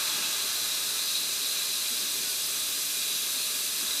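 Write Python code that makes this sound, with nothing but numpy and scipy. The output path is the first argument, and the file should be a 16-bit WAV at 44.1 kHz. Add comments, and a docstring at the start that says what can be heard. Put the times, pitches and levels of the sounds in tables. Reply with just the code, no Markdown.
"""A small treatment room, with a dental suction tip drawing air nonstop close to the microphone.
Turbulence at the rim hisses and rings the tube; a hollow rush from the cavity around the tip
eases off in the first second. Behind it sit mains hum, the whine of the suction motor
and a low, unsteady rumble of room and pipes with a few soft swells."""
import sys
import numpy as np
from scipy import signal
from scipy.fft import rfft, irfft
from scipy.io import wavfile

SR = 44100
rng = np.random.default_rng(int(sys.argv[2]) if len(sys.argv) > 2 else 0)


def generate_wav(sig):
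    """Save sig (samples, or channels by samples) to the path in sys.argv[1] as 16-bit PCM at SR."""
    pcm = np.round(np.clip(np.atleast_2d(sig).T, -1, 1) * 32767).astype(np.int16)
    wavfile.write(sys.argv[1], SR, pcm)


N = 176400
HZ, T = np.arange(N // 2 + 1) * SR / N, np.arange(N) / SR


def amp(db):
    """Decibels to gain."""
    return 10 ** (np.asarray(db) / 20)


def spectrum(points):
    """An EQ curve through (Hz, value) points on a log-frequency axis."""
    hz, value = np.transpose(points)
    return np.interp(np.log(HZ + 1), np.log(hz + 1), value)


def curve(points):
    """A fader ride through (seconds, value) points."""
    return np.interp(T, *np.transpose(points))


def resonances(rows):
    """A bank of steep resonant peaks, each of the given half-power width, summed in power."""
    power = sum(amp(db) ** 2 / (1 + (np.sqrt(2) - 1) * (2 * (HZ - hz) / width) ** 2) ** 2
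                for hz, width, db in rows)
    return np.sqrt(power)


def waver(rate_hz):
    """Random drift of unit size, mostly slower than the given rate."""
    drift = irfft(rfft(rng.standard_normal(N)) * (HZ > 1) / (1 + (HZ / rate_hz) ** 2), N)
    return drift / drift.std()


def turbulence(colour):
    """Air noise of the given colour in a narrow stereo image."""
    # Stereo width. Each row: frequency in Hz, side against mid in dB.
    width = [(60, -17), (350, -21.5), (950, -15.5), (1250, -30), (1500, -34), (1750, -58), (3600, -67),
             (4100, -73), (4400, -59), (4900, -68), (6000, -27), (7000, -14.5), (14000, -14)]
    mid, side = rfft(rng.standard_normal((2, N))) * np.sqrt(SR / 2)
    side = side * amp(spectrum(width))
    return irfft(np.array([mid + side, mid - side]) * colour, N)


def rim_hiss(pivot_hz=8300, crossover_octaves=0.36, waver_db=0.3):
    """Air tears over the rim: a wide hiss with thin whistles in it, slowly growing brighter."""
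    # Colour of the hiss. Each row: frequency in Hz, level in dB per Hz.
    colour = [(600, -100), (1800, -83.5), (2100, -78.5), (3000, -76), (3500, -70.5), (4450, -77),
              (5350, -74.5), (5550, -70), (6300, -69.5), (6800, -72.5), (7900, -73.5), (8350, -72.5),
              (9200, -73), (9900, -70.5), (10300, -78), (11100, -76), (12200, -74.5), (13300, -74.5),
              (13900, -77), (15000, -79.5)]
    # Rim whistles. Each row: centre in Hz, width in Hz, level in dB per Hz.
    whistles = [(6220, 59, -71), (7240, 55, -69), (7290, 45, -72), (7650, 50, -69), (7860, 70, -69),
                (8170, 45, -75), (8750, 60, -70), (8860, 165, -69.5), (9130, 96, -71.5), (10540, 45, -68),
                (10720, 35, -68.5), (10850, 55, -67), (11340, 95, -69.5), (12700, 260, -73)]
    # Strength of the flow. Each row: time in seconds, gain in dB.
    flow = [(0, -0.1), (1.2, -.5), (2.7, 0), (3.0, 0.05), (4, -0.3)]
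    # Tilt. Each row: time in seconds, lift above the pivot and equal cut below it in dB.
    brightness = [(0, -.5), (.25, -0.8), (.6, -0.6), (1.2, 0), (2.3, 0.1), (2.85, .3), (3.0, 0.5),
                  (3.6, .7), (4, 0)]
    hiss = turbulence(np.hypot(amp(spectrum(colour)), resonances(whistles)))
    top_share = 0.5 + 0.5 * np.tanh(np.log2((HZ + 1) / pivot_hz) / crossover_octaves)
    top = irfft(rfft(hiss) * top_share, N)
    tilt = amp(curve(brightness))
    tilted = top * tilt + (hiss - top) / tilt
    return tilted * amp(curve(flow) + waver_db * waver(rate_hz=34))


def tube_ring(high_fade_db_per_s=0.3, waver_db=-0.65):
    """The flow rings the tube; the ring of the tip surges as its opening is covered and cleared."""
    # Low and high modes of the tube, then the main ring and upper cluster of the tip.
    # Each row: centre in Hz, width in Hz, level in dB per Hz.
    low_modes = [(2438, 66, -70), (2652, 160, -71.5), (2870, 44, -72), (3257, 160, -75), (3406, 70, -68)]
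    high_modes = [(4596, 104, -66.5), (4760, 90, -68.5), (4890, 30, -65), (4980, 42, -66.5),
                  (5100, 140, -68.5)]
    tip_modes = [(3570, 68, -68.5), (3740, 70, -72.5), (3800, 90, -63.5), (3928, 52, -62)]
    upper_modes = [(3990, 85, -65), (4134, 95, -65), (4214, 49, -64.5), (4317, 55, -66)]
    # How hard the flow drives them. Each row: time in seconds, gain in dB.
    low_flow = [(0, 2.3), (.25, 4.5), (.5, -0.8), (1.3, 0.1), (2.2, 0.7), (2.7, -2.2), (2.95, 1.5),
                (3.2, 0), (4, 0.1)]
    tip_flow = [(0, 2.3), (.08, 2.3), (.2, 0), (.5, -0.5), (.95, 1), (1.12, 3.5), (1.28, 1), (1.62, .9),
                (1.72, -0.5), (1.82, 0), (2.1, 1), (2.35, -3.5), (2.72, 0.5), (2.85, -4), (3.0, 0.5),
                (3.17, 2), (3.28, 0), (3.4, 0.5), (3.6, -1.3), (3.78, -1.5), (3.88, 1), (4, 0)]
    upper_flow = [(0, 2.5), (.08, 3), (.2, 0), (.42, 2), (.62, 1.5), (.73, .3), (.98, 1.5), (1.15, 3.5),
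                  (1.35, 2), (1.62, 1), (2.0, -0.5), (2.5, -1), (2.85, -3), (3.0, -2), (3.26, -3),
                  (3.34, 2), (3.42, 1.5), (3.56, -3), (3.78, -2.4), (3.88, -1.6), (4, -2)]  # dulls as the tip fills
    low = turbulence(resonances(low_modes)) * amp(curve(low_flow))
    high = turbulence(resonances(high_modes)) * amp(-high_fade_db_per_s * (T - T.mean()))
    tip = turbulence(resonances(tip_modes)) * amp(curve(tip_flow))
    upper = turbulence(resonances(upper_modes)) * amp(curve(upper_flow))
    return (low + high + tip + upper) * amp(waver_db * waver(rate_hz=21))


def cavity_rush(flutter_fade_db_per_s=14, waver_db=0.48):
    """Air pulled through the cavity around the tip: a hollow rush and a low flutter that soon dies."""
    # Body of the rush. Each row: frequency in Hz, level in dB per Hz.
    body = [(150, -93.5), (400, -86), (750, -86), (930, -85.5), (1020, -79.5), (1260, -76.5), (1450, -79.5),
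            (1730, -77.5), (1810, -83), (1920, -84.5), (2030, -81), (2600, -87), (4000, -103)]
    # Cavity resonances, lasting and fading. Each row: centre in Hz, width in Hz, level in dB per Hz.
    hollow_modes = [(889, 8, -77.5), (1193, 18, -75.5), (1478, 8.5, -71.5), (1634, 63, -74.5)]
    flutter_modes = [(624, 17, -70.5), (720, 110, -78.5), (877, 55, -73.5), (940, 30, -75),
                     (1100, 40, -72.5)]
    # Strength of the suction. Each row: time in seconds, gain in dB.
    flow = [(0, 5.2), (.2, 5), (.5, 2.5), (.8, 2), (1.1, 0), (1.18, -1.4), (1.35, 0.1), (2.1, -1.1),
            (2.7, -1.5), (3.05, -1.8), (3.7, -0.7), (3.88, 1.2), (4, -1)]
    colour = np.hypot(amp(spectrum(body)), resonances(hollow_modes))
    rush = turbulence(colour) * amp(curve(flow) + waver_db * waver(rate_hz=6.4))
    flutter = turbulence(resonances(flutter_modes)) * amp(-flutter_fade_db_per_s * T)
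    return rush + flutter


def rumble(swell_hz=270, swell_octaves=0.99, waver_db=0.45):
    """A low bed of room noise and pipe drone, swelling softly now and then."""
    # Rumble of room and pipes. Each row: frequency in Hz, level in dB per Hz.
    lows = [(15, -116), (30, -106), (42, -98), (70, -92.5), (125, -88), (165, -81.5), (210, -82.5),
            (295, -80.5), (335, -88), (400, -79), (480, -82.5), (570, -90), (800, -89.5), (2000, -105)]
    # Pipe drone. Each row: centre in Hz, width in Hz, level in dB per Hz.
    drone = [(300.7, 10, -76.5), (393, 14.6, -75)]
    # Soft swells. Each row: peak time in seconds, length in seconds, dB over the rumble at swell_hz.
    swells = [(.2, 0.12, 8), (1.42, .04, 3.5), (1.925, 0.03, 9), (2.036, 0.039, 7), (2.2, 0.031, 7),
              (2.784, 0.036, 5), (3.37, 0.044, 4), (3.57, .04, 5), (3.83, 0.062, 8.5)]
    colour = amp(spectrum(lows))
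    bed = turbulence(np.hypot(colour, resonances(drone))) * amp(waver_db * waver(rate_hz=4.1))
    envelope = sum(amp(db) * np.exp(-2 * ((T - peak) / length) ** 2) for peak, length, db in swells)
    swell_band = np.exp(-(np.log2((HZ + 1) / swell_hz) / swell_octaves) ** 2)
    return bed + envelope * turbulence(colour * swell_band)


def motor(drift_hz=1.0, flutter_db=-0.3):
    """Mains hum and the whine of the suction motor, wavering slightly in pitch and level."""
    # Two hum tones and the whine. Each row: pitch in Hz, RMS level in dB.
    tones = [(48.6, -82), (99, -73), (619.1, -60)]
    sound = np.zeros(N)
    for hz, db in tones:
        level = np.sqrt(2) * amp(db + flutter_db * waver(rate_hz=15))
        pitch = hz + drift_hz * waver(rate_hz=4)
        sound += level * np.sin(2 * np.pi * np.cumsum(pitch) / SR)
    return sound


def room(sound, t60_s=0.2, predelay_s=0.007, wet_db=-10.5):
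    """Direct sound plus a short room tail, which carves a fine, still ripple into the spectrum."""
    tail = rng.standard_normal(N) * (T > predelay_s) * amp(-60 * T / t60_s)
    response = 1 + amp(wet_db) * rfft(tail / np.linalg.norm(tail))
    return irfft(rfft(sound) * response / np.hypot(1, amp(wet_db)), N)


def scene():
    """The suction up front in its room, over the rumble and the motor."""
    return room(rim_hiss() + tube_ring() + cavity_rush()) + rumble() + motor()


def record(dry):
    """Two microphone ports, each with its own colour and phase, then a steep high cut."""
    # Balance of the ports; the lift near 620 Hz sets the motor's whine to the left. Each row: frequency in Hz,
    # left over right in dB.
    balance = [(45, 0), (90, -1.2), (165, -3.8), (310, -.4), (400, 1.2), (500, .2), (620, 4.6), (740, 0),
               (870, -1), (1000, 3), (1200, 0), (8500, 0), (11000, -1.2), (15000, -1.2)]
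    # Phase between the ports. Each row: frequency in Hz, lead of the left in radians.
    lead = [(6200, 0), (7300, -.19), (9000, -.1), (12000, -.17), (15000, -.08)]
    left = amp(spectrum(balance) / 2) * np.exp(1j * spectrum(lead) / 2)
    ports = irfft(rfft(dry) * np.array([left, 1 / left]), N)
    high_cut = signal.firwin(511, cutoff=15150, window=("kaiser", 9), fs=SR)
    return signal.oaconvolve(ports, high_cut[None], "same")


dry = scene()
out = record(dry)
generate_wav(out)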